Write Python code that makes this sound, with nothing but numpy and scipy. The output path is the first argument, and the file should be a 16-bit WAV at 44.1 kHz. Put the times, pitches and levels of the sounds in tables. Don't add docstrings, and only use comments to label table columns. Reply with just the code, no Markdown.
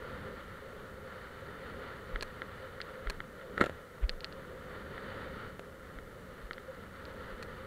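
import sys
import numpy as np
from scipy import signal
from scipy.fft import rfft, irfft
from scipy.io import wavfile
from scipy.ndimage import uniform_filter1d

SR = 44100
rng = np.random.default_rng(int(sys.argv[2]) if len(sys.argv) > 2 else 0)


def transcribe(signal):
    frames = np.atleast_2d(signal).T
    limited = np.clip(frames, -1, 1)
    pcm = np.round(limited * 32767).astype(np.int16)
    wavfile.write(sys.argv[1], SR, pcm)


N = 337806
TIME = np.arange(N) / SR


def undb(db):
    return 10 ** (np.asarray(db) / 20)


def unit(x):
    return x / np.sqrt(np.mean(x ** 2))


def colour(x, eq):
    size = 4096
    hz, db = np.transpose(eq)
    freqs = np.maximum(np.arange(size // 2 + 1) * SR / size, 1)
    octaves_above = np.maximum(np.log2(freqs / hz[-1]), 0)
    gain = undb(np.interp(np.log(freqs), np.log(hz), db) - 20 * octaves_above)
    cepstrum = irfft(np.log(gain))
    cepstrum[1:size // 2] *= 2
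    cepstrum[size // 2 + 1:] = 0
    impulse = irfft(np.exp(rfft(cepstrum)))
    return signal.fftconvolve(x, impulse / np.sqrt(np.sum(impulse ** 2)))[:N]


def wander(rate_hz):
    hold = int(SR / rate_hz)
    steps = rng.standard_normal(1024)[np.arange(N) // hold % 1024]
    return 1.3 * uniform_filter1d(uniform_filter1d(steps, hold), hold)


def crackle(per_s, spread_db):
    fires = rng.random(N) < per_s / SR
    size = undb(spread_db * np.minimum(rng.exponential(size=N), 5))
    return unit(fires * size * np.sign(rng.standard_normal(N)))


def resonate(x, hz, width_hz):
    return signal.lfilter(*signal.iirpeak(hz, hz / width_hz, fs=SR), x)


def hits(rows, eq):
    impulses = np.zeros(N)
    for start_s, db in rows:
        impulses[int(start_s * SR)] += undb(db) * np.sqrt(0.004 * SR)
    return colour(impulses, eq)


def swing(peak_s, db, hz, half_s):
    t = TIME - peak_s
    return -undb(db) * np.sin(2 * np.pi * hz * t) * np.exp(-(t / half_s) ** 2)


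def rush():
    # time_s, level_db
    contour = [(0, -51.5), (0.19, -49.5), (0.42, -53), (0.99, -54.5), (1.14, -51.5), (1.3, -53),
               (1.78, -49.7), (2.06, -52.5), (2.66, -52.5), (3.08, -53.5), (3.26, -56.5), (3.6, -54),
               (3.95, -57.5), (4.32, -53.9), (4.66, -53.5), (5.12, -49.1), (5.39, -49.5), (5.55, -56.9),
               (6.35, -56.5), (6.86, -55.5), (7.1, -52.2), (7.65, -53.5)]
    cruise_db = -53
    return np.interp(TIME, *np.transpose(contour)) - cruise_db


def bow_wash(surge_db):
    # freq_hz, gain_db
    wash_eq = [(550, -16), (760, -13), (900, -8.5), (1060, -8), (1370, 0.5), (1560, -6.5), (1850, -4.5),
               (2150, -12), (2550, -21), (3000, -23.5), (3800, -22), (4500, -22.5), (5300, -43)]
    # pitch_hz, width_hz, gain_db
    air_modes = [(1360, 135, -3.5), (2980, 150, -9), (3220, 160, -17), (3570, 57, -10)]
    fizz = unit(rng.standard_normal(N) + undb(-4.5) * crackle(per_s=900, spread_db=3.0))
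    water = colour(fizz, wash_eq) * undb(-51.5 + 1.1 * surge_db)
    air = unit(sum(undb(db) * resonate(rng.standard_normal(N), hz, width) for hz, width, db in air_modes))
    wall = signal.butter(4, [1000, 4200], "bandpass", fs=SR, output="sos")
    air = signal.sosfilt(wall, air) * undb(-62.5 + 1.3 * surge_db)
    return (water + air) * undb(1.18 * wander(22.066))


def slosh(surge_db):
    # freq_hz, gain_db
    slosh_eq = [(250, -25), (330, -13), (420, -1.5), (470, -3), (525, 2), (580, -7), (680, -14.5),
                (950, -28.5)]
    return colour(rng.standard_normal(N), slosh_eq) * undb(-51.5 + 0.82 * surge_db + 1.4 * wander(14))


def wind(surge_db):
    # freq_hz, gain_db
    rumble_eq = [(15, -4.5), (35, -4.5), (75, 2.5), (125, -3), (200, -1.5), (290, -7.5), (420, -17.5)]
    return colour(rng.standard_normal(N), rumble_eq) * undb(-51.5 + 0.75 * surge_db + 1.34 * wander(9))


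def hull_thumps():
    # peak_s, level_db, pitch_hz
    thumps = [(0.798, -49, 33), (2.153, -30, 32.3), (3.083, -28.5, 38), (4.044, -20.5, 45),
              (5.973, -39.5, 42), (6.451, -38, 44), (7.336, -42, 36)]
    # freq_hz, gain_db
    chatter_eq = [(300, -4), (600, 1), (900, -4), (1500, 2), (2300, -4), (3100, -8), (4200, -19),
                  (6000, -35)]
    half_cycles = 0.67
    shove = sum(swing(s, db, hz, half_cycles / hz) for s, db, hz in thumps)
    settle = sum(swing(s + 0.08, db - 16, hz=22, half_s=0.063) for s, db, _ in thumps)
    strain = sum(undb(db) * np.exp(-((TIME - s + 0.01) * hz / half_cycles) ** 2) for s, db, hz in thumps)
    chatter = undb(-26.5) * strain * colour(crackle(per_s=890, spread_db=3.5), chatter_eq)
    return shove + settle + chatter


def mount_rattle():
    # start_s, level_db
    knock_cues = [(2.1593, -31.5), (2.4192, -34), (2.8036, -38.5), (3.0721, -36.5), (3.204, -34.5),
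                  (3.4125, -47.5), (4.9793, -41), (5.9873, -43.5), (6.51, -34), (6.5811, -41.5)]
    tick_cues = [(2.2098, -39.5), (2.8155, -38), (4.0943, -30.5), (4.2066, -45), (4.245, -34),
                 (4.3255, -50), (6.5326, -46.5), (7.0536, -48.5)]
    snap_cues = [(2.2254, -33.5), (3.099, -33.5), (7.4271, -42.5)]
    # freq_hz, gain_db
    knock_eq = [(100, -12), (450, -5.5), (750, -9.5), (1100, -11), (1380, 8), (1570, 1), (1820, 4),
                (2100, 4.5), (2600, -30.5), (3100, -7.5), (3550, -11.5), (4400, -21), (5500, -43),
                (12000, -69)]
    tick_eq = [(150, -11), (600, -4), (1000, -21), (1450, -6), (1730, 3.5), (2200, -4), (2650, -0.5),
               (3600, -1.5), (4400, 5.5), (5100, -6), (6300, -25), (8300, -21.5), (10000, -42),
               (15000, -48.5)]
    snap_eq = [(150, -11.5), (500, 0.5), (1200, 0), (1650, 6), (2200, 0), (3000, -8.5), (3650, -9),
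               (4150, 3), (5000, -17), (6200, -11), (9500, -18), (11000, -32), (12200, -22), (14500, -44)]
    knocks = hits(knock_cues, knock_eq)
    ticks = hits(bounce(tick_cues, second_db=-12.5), tick_eq)
    snaps = hits(bounce(snap_cues, second_db=-4), snap_eq)
    snaps = scatter(snaps, share_db=-2.5, decay_s=0.0016)
    return case_ring(knocks + ticks + snaps, ring_db=-49.5)


def case_ring(x, ring_db):
    # pitch_hz, t60_s, gain_db
    modes = [(417, 0.078, 2.5), (550, 0.051, 0), (1300, .035, -5), (1357, 0.027, 2.5), (1710, 0.023, -10),
             (1956, 0.024, 2), (3050, .02, 0), (3600, .02, -7)]
    t = TIME[:SR // 8]
    ring = sum(undb(db) * np.sin(2 * np.pi * hz * t) * undb(-60 * t / t60) for hz, t60, db in modes)
    return x + undb(ring_db) * signal.fftconvolve(x, ring)[:N]


def bounce(rows, second_db, gap_s=0.0048):
    return np.vstack([rows, np.add(rows, [gap_s, second_db])])


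def scatter(x, share_db, decay_s):
    t = TIME[:SR // 50]
    fragments = rng.standard_normal(len(t)) * np.exp(-t / decay_s)
    fragments /= np.sqrt(np.sum(fragments ** 2))
    return x + undb(share_db) * signal.fftconvolve(x, fragments)[:N]


def gulps():
    # peak_s, level_db, half_length_s
    cues = [(2.65, -45.5, .03), (6.696, -39, 0.016), (7.5, -67, 0.062)]
    return sum(swing(s, db, hz=524, half_s=half_s) for s, db, half_s in cues)


def splash():
    # start_s, slap_db, thud_over_slap_db
    lumps = [(3.579, -29, -9), (3.6073, -28, -16), (3.6121, -22, -5), (3.6204, -33, 9), (3.6263, -36, 2)]
    # start_s, thud_db, spatter_db
    drops = [(3.599, -34, -52), (3.6401, -25.5, -37.5), (3.6486, -40, -45), (3.6609, -40, -39),
             (3.6664, -34.5, -47), (3.6957, -33, -47.5), (5.5943, -36.5, -46)]
    # freq_hz, gain_db
    thud_eq = [(50, -24), (130, -2), (230, -6), (400, -3.5), (580, 3), (780, -12), (1200, -19.5),
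               (3000, -62)]
    slap_eq = [(150, -7.5), (500, -9.5), (800, -18), (1120, -12.5), (1360, 4), (1580, -2.5), (1760, 1.5),
               (2100, -6), (2550, -23), (3300, -23.5), (4200, -20.5), (5500, -45), (12000, -57)]
    spatter_eq = [(1200, -3), (2700, 9), (3400, 5), (4400, -0.5), (5400, -8.5), (7500, -7.5), (9600, -16),
                  (11500, -14.5), (13000, -26), (15000, -30)]
    lump_cues = [(s, db) for s, db, _ in lumps]
    weighted_cues = [(s, db + weight_db) for s, db, weight_db in lumps]
    drop_cues = [(s, db) for s, db, _ in drops]
    burst_cues = [(s, db) for s, _, db in drops]
    thud = undb(-2.5) * hits(weighted_cues + drop_cues, thud_eq)
    slap = undb(0.5) * hits(lump_cues, slap_eq) + undb(-8.5) * hits(drop_cues, slap_eq)
    burst = undb(-22) * hits(lump_cues, spatter_eq) + hits(burst_cues, spatter_eq)
    spatter = undb(-5.5) * scatter(burst, share_db=2.0, decay_s=0.0022)
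    flex = swing(peak_s=3.6136, db=-21.5, hz=210, half_s=0.0035)
    fine = fine_spray()
    spray = sum(undb(db) * colour(fine, eq) for eq, db in [(slap_eq, -3), (thud_eq, -5.5), (spatter_eq, -17.5)])
    return flex + case_ring(slap - thud + spatter + spray, ring_db=-52.5)


def fine_spray():
    # peak_s, level_db
    sheets = [(3.578, -38), (3.612, -22.5), (3.66, -39)]
    rise_s, fall_s = 0.0042, 0.013
    envelope = sum(undb(db) * np.exp(-np.maximum((s - TIME) / rise_s, (TIME - s) / fall_s))
                   for s, db in sheets)
    return crackle(per_s=1500, spread_db=2.0) * envelope


def scene():
    surge_db = rush()
    bed = bow_wash(surge_db) + slosh(surge_db) + wind(surge_db)
    return (bed + hull_thumps() + mount_rattle() + gulps() + splash())[None]


def record(dry):
    # freq_hz, gain_db
    hiss_eq = [(100, -6), (3000, -1), (6000, 1.5), (10000, 1), (15500, -0.5)]
    hiss = undb(-69.0) * colour(rng.standard_normal(N), hiss_eq)
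    high_cut = signal.ellip(10, 0.2, 70, 15600, fs=SR, output="sos")
    return signal.sosfilt(high_cut, dry + hiss)


dry = scene()
out = record(dry)
transcribe(out)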